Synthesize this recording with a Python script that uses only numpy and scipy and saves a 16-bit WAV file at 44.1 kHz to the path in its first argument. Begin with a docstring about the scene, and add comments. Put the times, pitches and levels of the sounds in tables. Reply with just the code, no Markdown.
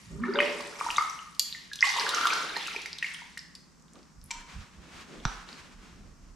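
"""A plastic cup dipped into a full bathtub gulps at a mostly rising pitch: its shrinking air excites the tub.
Drops fall, then the cup is emptied into a second cup and over the water, and a late double click rings; bubbles
are damped sines whose crowds make gurgle, slosh and fizz, and the tiled bathroom adds echoes and a decaying tail.
Later clothes rustle and rub as shaped noise and a single knock sounds, over low lumps and faint room noise."""
import sys
import numpy as np
from scipy import signal
from scipy.fft import rfft, irfft, next_fast_len
from scipy.io import wavfile
from scipy.ndimage import map_coordinates

SR = 44100
rng = np.random.default_rng(int(sys.argv[2]) if len(sys.argv) > 2 else 0)


def file_out(sig):
    """Save sig as 16-bit WAV at sys.argv[1]."""
    # one column per channel
    cols = np.atleast_2d(sig).T
    # limit, then scale
    lim = np.clip(cols, -1, 1)
    pcm = np.round(lim * 32767).astype(np.int16)
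    wavfile.write(sys.argv[1], SR, pcm)


N = 280035

KNOCK_S = 5.2525
STREAM_END_S = 3.8


def gulp():
    """Cavity resonance: as the sinking cup's air shrinks its note climbs and, with the churn, excites the tub."""
    # air pocket of the dipped cup: t/s, mean pitch f/Hz, relative level/dB
    air_pocket = [(.07, 134.2, -40), (.115, 152.6, -30), (.17, 184.6, -38), (.21, 237.1, -32),
                  (.245, 255.5, -32), (.258, 350, -24.5), (.285, 402, -23.5), (.3, 410.5, -38.5),
                  (.345, 418, -26.5), (.356, 581, -25.5), (.41, 586, -31)]
    # air modes of tub and room: f/Hz, width/Hz, relative level/dB
    tub_modes = [(182, 14, -15), (250.7, 6.3, -3), (282, 8.3, -16), (340, 12, -3), (401, 12.3, -9),
                 (433, 7.5, -9.5), (578, 21, -13.5), (730, 59, -19)]
    # water rushing into the cup: f/Hz, relative level/dB
    churn_spectrum = [(30, -9), (80, -10.5), (250, 2), (450, -5), (800, -10.5), (1500, -11), (3000, -53)]
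    hz, db = curves(air_pocket)
    t = np.arange(N) / SR
    fade_in = np.clip((t - air_pocket[0][0]) / 0.025, 0, 1)
    fade_out = np.clip((air_pocket[-1][0] - t) / 0.036, 0, 1)
    wavering_hz = hz * (1 + 0.018 * wobble(61.3))
    note = np.sin(2 * np.pi * np.cumsum(wavering_hz) / SR)
    churn = amp(3.5 * wobble(44.5) - 17.0) * rush(churn_spectrum, side_db=-20.5)
    air = fade_in * fade_out * amp(db) * (note + churn)
    flutter = amp(15.0 + 4 * wobble(29.35))
    return amp(-8.5) * air + flutter * filtered(air, resonances(tub_modes))


def stream():
    """Bubble acoustics of running water: gurgle at the cup's air pitch, deep slosh, crackling fizz and a hiss."""
    # surges: t/s, full flow lasts t/s, relative gurgle level/dB, relative fizz level/dB, gurgle f/Hz,
    # climb/(Hz/s), pitch spread/log ratio, fizz f/Hz
    surges = [(0, 0.093, -72, -52.5, 1150, -5.5, 0.14, 6400), (0.25, 0.13, -39, -52, 1397, -800, .3, 3800),
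              (0.409, 0.016, -30.5, -37, 2334, -300, 0.16, 3800),
              (.56, 0.22, -49.5, -46, 1827, -900, 0.3, 5600),
              (0.8, 0.22, -42.5, -40.5, 1149, 906.5, 0.27, 6200),
              (1.45, 0.15, -68, -50.5, 2010, -900, .15, 4500),
              (1.851, 0.018, -39, -28.5, 1450, -300, 0.27, 4500),
              (1.97, 0.057, -34.5, -32, 1015, 292, .15, 4200), (2.15, 0.18, -29, -32, 1302, 201, .11, 4000),
              (2.562, 0.16, -39, -40, 2210, 589.5, 0.25, 4000),
              (3.04, 0.015, -41.5, -42, 1964, -500, 0.19, 4500)]
    # stirring of the bath water: t/s, full level lasts t/s, level/dB
    stirrings = [(.36, 0.054, -41), (1.97, 0.46, -47.5)]
    # hiss: f/Hz, relative level/dB
    hiss_spectrum = [(410, -55), (700, -18), (1160, -4), (1290, -15), (1870, -2.5), (4890, -15.5),
                     (12300, -22), (15500, -72)]
    s, held, gurgle_db, fizz_db, start_hz, climb, spread, fizz_hz = np.transpose(surges)
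    t = np.arange(N) / SR
    # the latest surge sets the pitch, from 40 ms before its full flow
    k = np.clip(np.searchsorted(s - .04, t) - 1, 0, None)
    hz = start_hz[k] + climb[k] * np.clip(t - s[k], 0, held[k] + 0.19)
    gurgle = swarm(count=3500, hz=hz, spread=spread[k], cycles=7.1, uneven_db=7, size=800)
    slosh = swarm(count=4000, hz=np.full(N, 700.), spread=np.full(N, 0.5), cycles=2.7, uneven_db=1.5, size=1100)
    fizz = swarm(count=24000, hz=fizz_hz[k], spread=np.full(N, 0.3), cycles=4.2, uneven_db=6.5, size=180)
    hiss = rush(hiss_spectrum, side_db=-1.0) * amp(0.69 * wobble(29.26) - 1.5)
    gurgle_gain = swells(s, held, gurgle_db - 4.5, rise=260, fall=81)
    slosh_gain = swells(*np.transpose(stirrings), rise=500, fall=46)
    fizz_gain = swells(s, held, fizz_db - 6.5, rise=500, fall=51)
    return gurgle_gain * gurgle + slosh_gain * slosh + fizz_gain * (fizz + hiss)


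def drops():
    """Entrained bubbles ring under falling drops, struck cup walls ring longer, and splats add noisy spray."""
    # bubbles under single drops: t/s, starting f/Hz, relative level/dB, ring/cycles to -20 dB
    drop_bubbles = [(.2375, 1247, -27.5, 12.4), (0.2358, 1734, -29.5, 36), (0.3376, 4670, -31, 17),
                    (0.356, 1505, -23, 14), (.357, 3550, -31.5, 23), (0.3877, 1130, -11, 3.8),
                    (0.388, 2900, -17.5, 17), (.3897, 2240, -20, 11), (.4031, 2004, -5.5, 5.1),
                    (.4031, 2393, -13, 11), (0.6051, 1050, -28, 5.8), (.803, 2300, -24, 5.5),
                    (.811, 1105, -12, 3.8), (.8633, 923, -22.5, 8.4), (0.8872, 1250, -22.5, 7.5),
                    (.904, 2660, -11.5, 3.7), (.9626, 3600, -22.5, 11.6), (.969, 6240, -18, 6.4),
                    (0.9826, 1181, -9, 8.1), (.9817, 2060, -18, 12), (0.984, 4600, -23, 9.5),
                    (1.009, 1250, -22, 18), (1.098, 5760, -29, 11), (1.19, 2850, -33, 8.4),
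                    (1.394, 1880, -45.5, 29), (1.3951, 4430, -8, 7.8), (1.3958, 6730, -10, 8.9),
                    (1.3946, 11600, -11.5, 8.2), (1.5262, 3830, -17.5, 4.8), (1.5479, 1950, -31.5, 15),
                    (1.7152, 1670, -37, 19), (1.7341, 3890, -22.5, 6.2), (1.79, 3280, -27, 8.4),
                    (1.8079, 5000, -12, 5.3), (1.818, 5960, -24, 10), (1.8261, 1992, -8.5, 20),
                    (1.8261, 2400, -19, 21), (1.839, 1080, -24.5, 20), (1.8695, 794, -34, 21),
                    (1.8915, 4700, -23, 19), (1.962, 1025, -20.5, 6.7), (1.9974, 4730, -6.5, 3),
                    (2.0657, 1580, -17, 7.4), (2.092, 3700, -13.5, 6.5), (2.147, 5960, -11.5, 4.7),
                    (2.2546, 1294, -12, 7.7), (2.255, 11200, -32, 16), (2.271, 3500, -11.5, 4.2),
                    (2.3043, 2340, -12.5, 4.7), (2.3316, 1290, -8, 2.3), (2.334, 5070, -10.5, 3.4),
                    (2.495, 3900, -25, 8.8), (2.5658, 4100, -22, 13), (2.567, 845, -22, 3.4),
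                    (2.611, 3380, -24, 5.9), (2.681, 1297, -27.5, 7.5), (2.684, 2440, -31, 10),
                    (2.712, 2330, -35, 18), (2.7477, 826, -26, 2.8), (2.7619, 386, -31, 2.8),
                    (2.7625, 2480, -21, 6.7), (2.8585, 2050, -19.5, 4.2), (2.9305, 4640, -14.5, 3),
                    (2.9865, 3770, -18, 3.2), (3.0264, 1860, -18.5, 9.1), (3.0261, 2530, -18.5, 6.9),
                    (3.0442, 2120, -19.5, 10.3), (3.139, 8700, -36, 18), (3.146, 3100, -26, 5.9),
                    (3.219, 932, -35.5, 4.4), (3.3735, 1855, -24.5, 5.2), (3.392, 4950, -22.5, 4.9),
                    (3.5525, 4580, -28.5, 6.6), (3.957, 1144, -48.5, 8.5), (4.215, 5070, -33, 2.4),
                    (4.261, 9500, -34.5, 4), (4.241, 10600, -33.5, 6.6), (5.201, 3190, -37, 4.6),
                    (5.4894, 4000, -28.5, 4.5), (5.529, 4470, -30, 5.2)]
    # drops that strike a cup and leave its wall ringing: t/s, f/Hz, mean level/dB, ring/cycles to -20 dB
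    wall_rings = [(1.547, 1800, -47.5, 180), (1.5487, 2010, -46.5, 170), (1.7144, 1652, -43, 200)]
    # bursts of fine spray: t/s, relative level/dB
    splats = [(.523, -40.5), (0.6065, -33.5), (0.9087, -28.5), (0.97, -28), (1.02, -35), (1.098, -36.5),
              (1.347, -40.5), (1.395, -17), (1.7316, -30), (1.756, -29), (1.8894, -29), (2.061, -36),
              (2.0901, -20), (2.148, -27), (2.269, -21), (2.3351, -25.5), (2.569, -29.5), (2.671, -26.5),
              (2.7611, -36), (2.817, -33), (2.859, -31.5), (2.9832, -35), (3.027, -35), (3.045, -46),
              (3.143, -35), (3.375, -31), (3.551, -37)]
    # spray: f/Hz, gain/dB
    spray_spectrum = [(800, -35), (2500, 3), (5000, 9.5), (9000, -1), (12000, -6.5), (15500, -12)]
    s, hz, db, cycles = np.transpose(drop_bubbles)
    pan_db = 1.124 * rng.standard_normal(len(s))
    plinks = bubbles(s, hz, cycles, amp(db + 5.0), pan_db, rise=0.027, size=4000)
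    s, hz, db, cycles = np.transpose(wall_rings)
    rings = amp(2.5 * wobble(50)) * bubbles(s, hz, cycles, amp(db), 0 * hz, rise=0, size=12000)
    spray = bursts(*np.transpose(splats), attack=0.0015, t60=0.019, spectrum=spray_spectrum)
    return plinks + rings + spray


def ticks():
    """Strong damping: the faint, bright droplets shed by the wet cup last only a few cycles."""
    # droplets: t/s, relative level/dB, starting f/Hz
    droplets = [(3.7984, -49, 5570), (3.824, -45, 6400), (3.8824, -48, 3360), (3.9348, -39, 6900),
                (3.956, -44.5, 3530), (3.9904, -46, 4460), (4.0304, -43, 4360)]
    s, db, hz = np.transpose(droplets)
    return bubbles(s, hz, 1.8 + 0 * s, amp(db + 15), rng.standard_normal(len(s)), rise=0.066, size=200)


def double_click():
    """Damped oscillation: two close clicks, probably a late drop, with a fluttering ring near 1 and 2.3 kHz."""
    # ring of the double click: f/Hz, mean level over the click/dB, ring/cycles to -20 dB
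    ring_modes = [(940, -25, 140), (970, -28, 140), (1019, -22, 113), (2340, -5, 15), (2312, -28, 130)]
    # clicks: f/Hz, gain/dB
    click_spectrum = [(800, -22), (2000, 5.5), (4500, 6.5), (7300, 8), (9000, -8.5), (15500, -20.5)]
    first_s, base_db = 4.307, -22.5
    hz, db, cycles = np.transpose(ring_modes)
    ring = bubbles(np.full(len(hz), first_s), hz, cycles, amp(base_db + db), 0 * hz, rise=0, size=12000)
    # a stronger click follows the first by 3.9 ms
    click_s = first_s + np.array([0, 0.0039])
    click_db = base_db + np.array([-2., 4.])
    clicks = bursts(click_s, click_db, attack=0.0019, t60=0.014, spectrum=click_spectrum)
    return amp(4.5 * wobble(60)) * ring + clicks


def person():
    """Friction noise: clothes rustle and rub in broad bands; low lumps are noise split into deep and thud."""
    # movements by the tub: t/s, held t/s, mean rustle level/dB, mean rub level/dB
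    moves = [(3.959, 0.028, -62.5, -55), (4.33, 0.05, -52.5, -72), (4.5, 0.11, -52, -81),
             (4.8, 0.088, -59, -58), (4.94, 0.064, -48.5, -56), (5.1, 0.11, -53.5, -48.5),
             (5.28, 0.058, -46.5, -56), (5.489, 0.055, -48, -55), (5.64, 0.076, -58, -60),
             (5.83, 0.06, -54.5, -59), (5.961, 0.12, -67.5, -59.5), (6.221, 0.084, -68.5, -65.5)]
    # rustle: f/Hz, relative level/dB
    cloth_spectrum = [(350, -15), (600, -14.5), (1100, -5.5), (2600, -9.5), (3570, -12.5), (7000, -18),
                      (12500, -36), (15500, -30)]
    # rub: f/Hz, relative level/dB
    rub_spectrum = [(100, -43), (150, -2), (260, 1.5), (400, -6), (800, -14.5), (1300, -39), (2000, -64)]
    # low lumps: t/s, held t/s, deep level/dB, thud level/dB
    jolts = [(.09, 0.1, -66, -45.5), (.9, 0.075, -62, -57), (4.18, 0.081, -59, -54.5),
             (4.38, 0.022, -46.5, -71), (4.57, 0.034, -61, -42.5), (4.781, 0.021, -63, -51.5),
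             (4.96, 0.017, -70, -56.5), (5.18, 0.11, -51, -74), (5.33, 0.1, -53, -72),
             (5.62, .03, -68, -56), (5.74, 0.076, -56, -66), (5.93, 0.18, -53.5, -54.5),
             (6.199, 0.24, -52.5, -60.5)]
    # lumps before the split: f/Hz, relative level/dB
    rumble_spectrum = [(12, -54.5), (25, -9), (70, -2), (110, -11), (200, -10.5), (400, -85)]
    s, held, rustle_db, rub_db = np.transpose(moves)
    grain = amp(1.5 * wobble(37))
    cloth = swells(s, held, rustle_db, rise=285, fall=79) * grain * rush(cloth_spectrum, side_db=-5.5)
    rub_grain = amp(0.25 * wobble(48))
    rub = swells(s, held, rub_db, rise=330, fall=140) * rub_grain * rush(rub_spectrum, side_db=-7)
    s, held, deep_db, thud_db = np.transpose(jolts)
    rumble = amp([[-1.5], [1.5]]) * rush(rumble_spectrum, side_db=-17.0)
    deep = filtered(rumble, lambda hz: 1 / (1 + (hz / 41.4) ** 6))  # split at 41.4 Hz
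    thud = rumble - deep
    deep_lumps = swells(s, held, deep_db, rise=350, fall=240) * unit(deep)
    thud_lumps = swells(s, held, thud_db, rise=350, fall=240) * unit(thud)
    return cloth + rub + deep_lumps + thud_lumps


def knock_crack():
    """Impulsive excitation: the knock opens with a very short broadband burst."""
    # crack: f/Hz, gain/dB
    crack_spectrum = [(300, 9), (1000, 14), (2500, 10.5), (6000, 8.5), (9000, -20), (15500, -27)]
    burst = bursts(np.array([KNOCK_S]), np.array([-20]), attack=0.00016, t60=0.0086, spectrum=crack_spectrum)
    return amp([[-1.5], [1.5]]) * burst


def knock_body():
    """Damped modes: two low tones swell and die just after the crack of the knock."""
    # low modes of the knocked case: f/Hz, relative level/dB, t60/s
    case_modes = [(38, -25.5, 0.18), (131, -11, 0.026)]
    t = np.maximum(np.arange(N) / SR - KNOCK_S - .003, 0)
    modes = sum(amp(db - 60 * t / t60) * np.sin(2 * np.pi * hz * t) for hz, db, t60 in case_modes)
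    onset = 1 - np.exp(-t / 0.0023)
    return amp([[-1.5], [1.5]]) * -onset * modes


def room_air():
    """Stationary noise: a faint background weighted to low frequencies."""
    # room air: f/Hz, relative level/dB
    air_spectrum = [(15, -43), (30, -12), (70, -6.5), (105, -20), (160, -3), (230, -7.5), (320, -16.5),
                    (700, -26), (1100, -19.5), (3500, -37), (5500, -25.5), (8000, -31.5), (10000, -41.5),
                    (14000, -44)]
    return amp(-58.0) * rush(air_spectrum, side_db=-4.0)


def bathroom(x):
    """Reverberation: early copies from the tub sides, then a tail whose decay time depends on frequency."""
    # decay between the tiles: f/Hz, t60/s
    tile_decay = [(200, 0.93), (800, 0.75), (2000, 0.7), (5500, 0.52), (12000, 0.39)]
    # reflections from the tub sides: delay t/s, level/dB
    tub_sides = [(.0021, -15.5), (.0043, -11.5), (.0075, -16), (.027, -26.5)]
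    hz, t, z = signal.stft(rng.standard_normal((2, SR)), SR, nperseg=256)
    decay = amp(-60 * t / along(tile_decay, hz)[:, None])
    tail = signal.istft(z * decay, SR, nperseg=256)[1]
    tail = tail + 0.33 * tail[::-1]  # the channels partly share their tails
    onset = np.clip(np.arange(tail.shape[1]) / (0.0055 * SR), 0, 1)
    tail = amp(-4) * tail / np.linalg.norm(tail[0]) * onset
    for k, (s, db) in enumerate(tub_sides):
        # the second channel is alternately one sample later and earlier
        delay = round(s * SR)
        tail[[0, 1], [delay, delay + (-1) ** k]] += amp(db)
    return x + signal.fftconvolve(x, tail, axes=1)[:, :N]


def bubbles(s, hz, cycles, gain, pan_db, rise, size):
    """Damped oscillation: sines, upward-gliding if rise > 0 as a bubble nears the surface; cycles = turns to -20 dB."""
    turns = hz[:, None] * np.arange(size) / SR
    age = turns / np.clip(cycles, .5, 400)[:, None]
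    envelope = amp(-20 * age) * (1 - np.exp(-turns / 1.36))
    tone = np.sin(2 * np.pi * turns * (1 + rise * np.minimum(age, 2)))
    wave = gain[:, None] * envelope * tone
    at = (np.round(s * SR).astype(int)[:, None] + np.arange(size)).ravel()
    channels = []
    for way in (1, -1):
        panned = wave * amp(way * pan_db / 2)[:, None]
        channels.append(np.bincount(at, panned.ravel(), N + size)[:N])
    return np.array(channels)


def swarm(count, hz, spread, cycles, uneven_db, size):
    """Superposition: a dense crowd of random bubbles around a pitch curve, rms 1 while the stream lasts."""
    u, g = rng.random((count, 2)), rng.standard_normal((count, 3))
    s = u[:, 0] * STREAM_END_S
    at = (s * SR).astype(int)
    pitch = np.clip(hz[at] * np.exp(spread[at] * g[:, 0]), 300, 13000)
    rarity = np.minimum(-np.log(1 - u[:, 1]), 3)  # few bubbles are loud
    ring = cycles * np.exp(0.55 * g[:, 1])
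    crowd = bubbles(s, pitch, ring, amp(uneven_db * rarity), 3 * g[:, 2], rise=0.04, size=size)
    return crowd / np.sqrt(np.mean(crowd[:, :round(STREAM_END_S * SR)] ** 2))


def bursts(s, db, attack, t60, spectrum):
    """Transient noise: short coloured puffs that start quickly and decay exponentially."""
    t = np.arange(900) / SR
    envelope = amp(db[:, None] - 60 * t / t60) * (1 - np.exp(-t / attack))
    puffs = envelope * rng.standard_normal((len(s), len(t)))
    at = np.round(s * SR).astype(int)[:, None] + np.arange(len(t))
    train = np.bincount(at.ravel(), puffs.ravel(), N)
    return filtered(train, lambda hz: amp(along(spectrum, hz)))


def swells(s, held, db, rise, fall):
    """Energy addition: events rise, hold and fall in straight slopes (dB per s), their powers summed."""
    t = np.arange(0, N + 64, 64) / SR  # coarse grid, interpolated below
    start, end = np.reshape(s, (-1, 1)), np.reshape(s + held, (-1, 1))
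    rising = rise * np.maximum(start - t, 0)
    falling = fall * np.maximum(t - end, 0)
    level = np.reshape(db, (-1, 1)) - rising - falling
    return np.interp(np.arange(N) / SR, t, np.sqrt(np.sum(amp(2 * level), 0)))


def rush(spectrum, side_db):
    """Partial coherence: stereo noise of rms 1 whose channels differ by a second noise at side_db."""
    mid, side = filtered(rng.standard_normal((2, N)), lambda hz: amp(along(spectrum, hz)))
    return unit(np.array([mid + amp(side_db) * side, mid - amp(side_db) * side]))


def resonances(modes):
    """Modal summation: causal second-order responses of (Hz, width, dB) modes with alternating signs."""
    def response(f):
        total = 0
        for k, (centre, width, db) in enumerate(modes):
            damping = 1j * f * width
            total = total + (-1) ** k * amp(db) * damping / (centre * centre - f * f + damping)
        return total
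    return response


def filtered(x, response):
    """Linear filtering: the spectrum of x times a complex response of frequency."""
    m = next_fast_len(N + SR // 2)
    return irfft(rfft(x, m) * response(np.fft.rfftfreq(m, 1 / SR)), m)[..., :N]


def wobble(rate):
    """Random modulation: a smooth curve through random knots, rate knots a second."""
    knots = rng.standard_normal(int(N * rate / SR) + 4)
    return map_coordinates(knots, [np.arange(N) * rate / SR])


def curves(rows):
    """Linear interpolation: one value per sample for each column after the time."""
    s, *cols = np.transpose(rows)
    return [np.interp(np.arange(N) / SR, s, c) for c in cols]


def along(points, hz):
    """Logarithmic frequency scale: (Hz, value) points interpolated on a log axis."""
    f, v = np.transpose(points)
    return np.interp(np.log(hz + 1), np.log(f + 1), v)


def amp(db):
    """Decibel law: the amplitude gain of a level in dB."""
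    return 10 ** (np.asarray(db) / 20)


def unit(x):
    """Effective value: x scaled to rms 1."""
    return x / np.sqrt(np.mean(x ** 2) + 1e-20)


def scene():
    """Superposition: water and crack reverberate, while person, knock body and room air stay dry."""
    cup = gulp()
    crack = knock_crack()
    # the gulp enters inverted and its direct part is mostly cancelled below, leaving the room's answer
    water = drops() + ticks() + double_click() + stream() - cup
    wet = bathroom(water + amp(-2) * crack)
    return wet + 0.71 * cup + 0.13 * crack + knock_body() + person() + room_air()


def record(dry):
    """Band limitation: treble rolls off steeply around 13.5 kHz and nothing remains from 15.8 kHz up."""
    return filtered(dry, lambda hz: (hz < 15800) / (1 + (hz / 13500) ** 12))


dry = scene()
out = record(dry)
file_out(out)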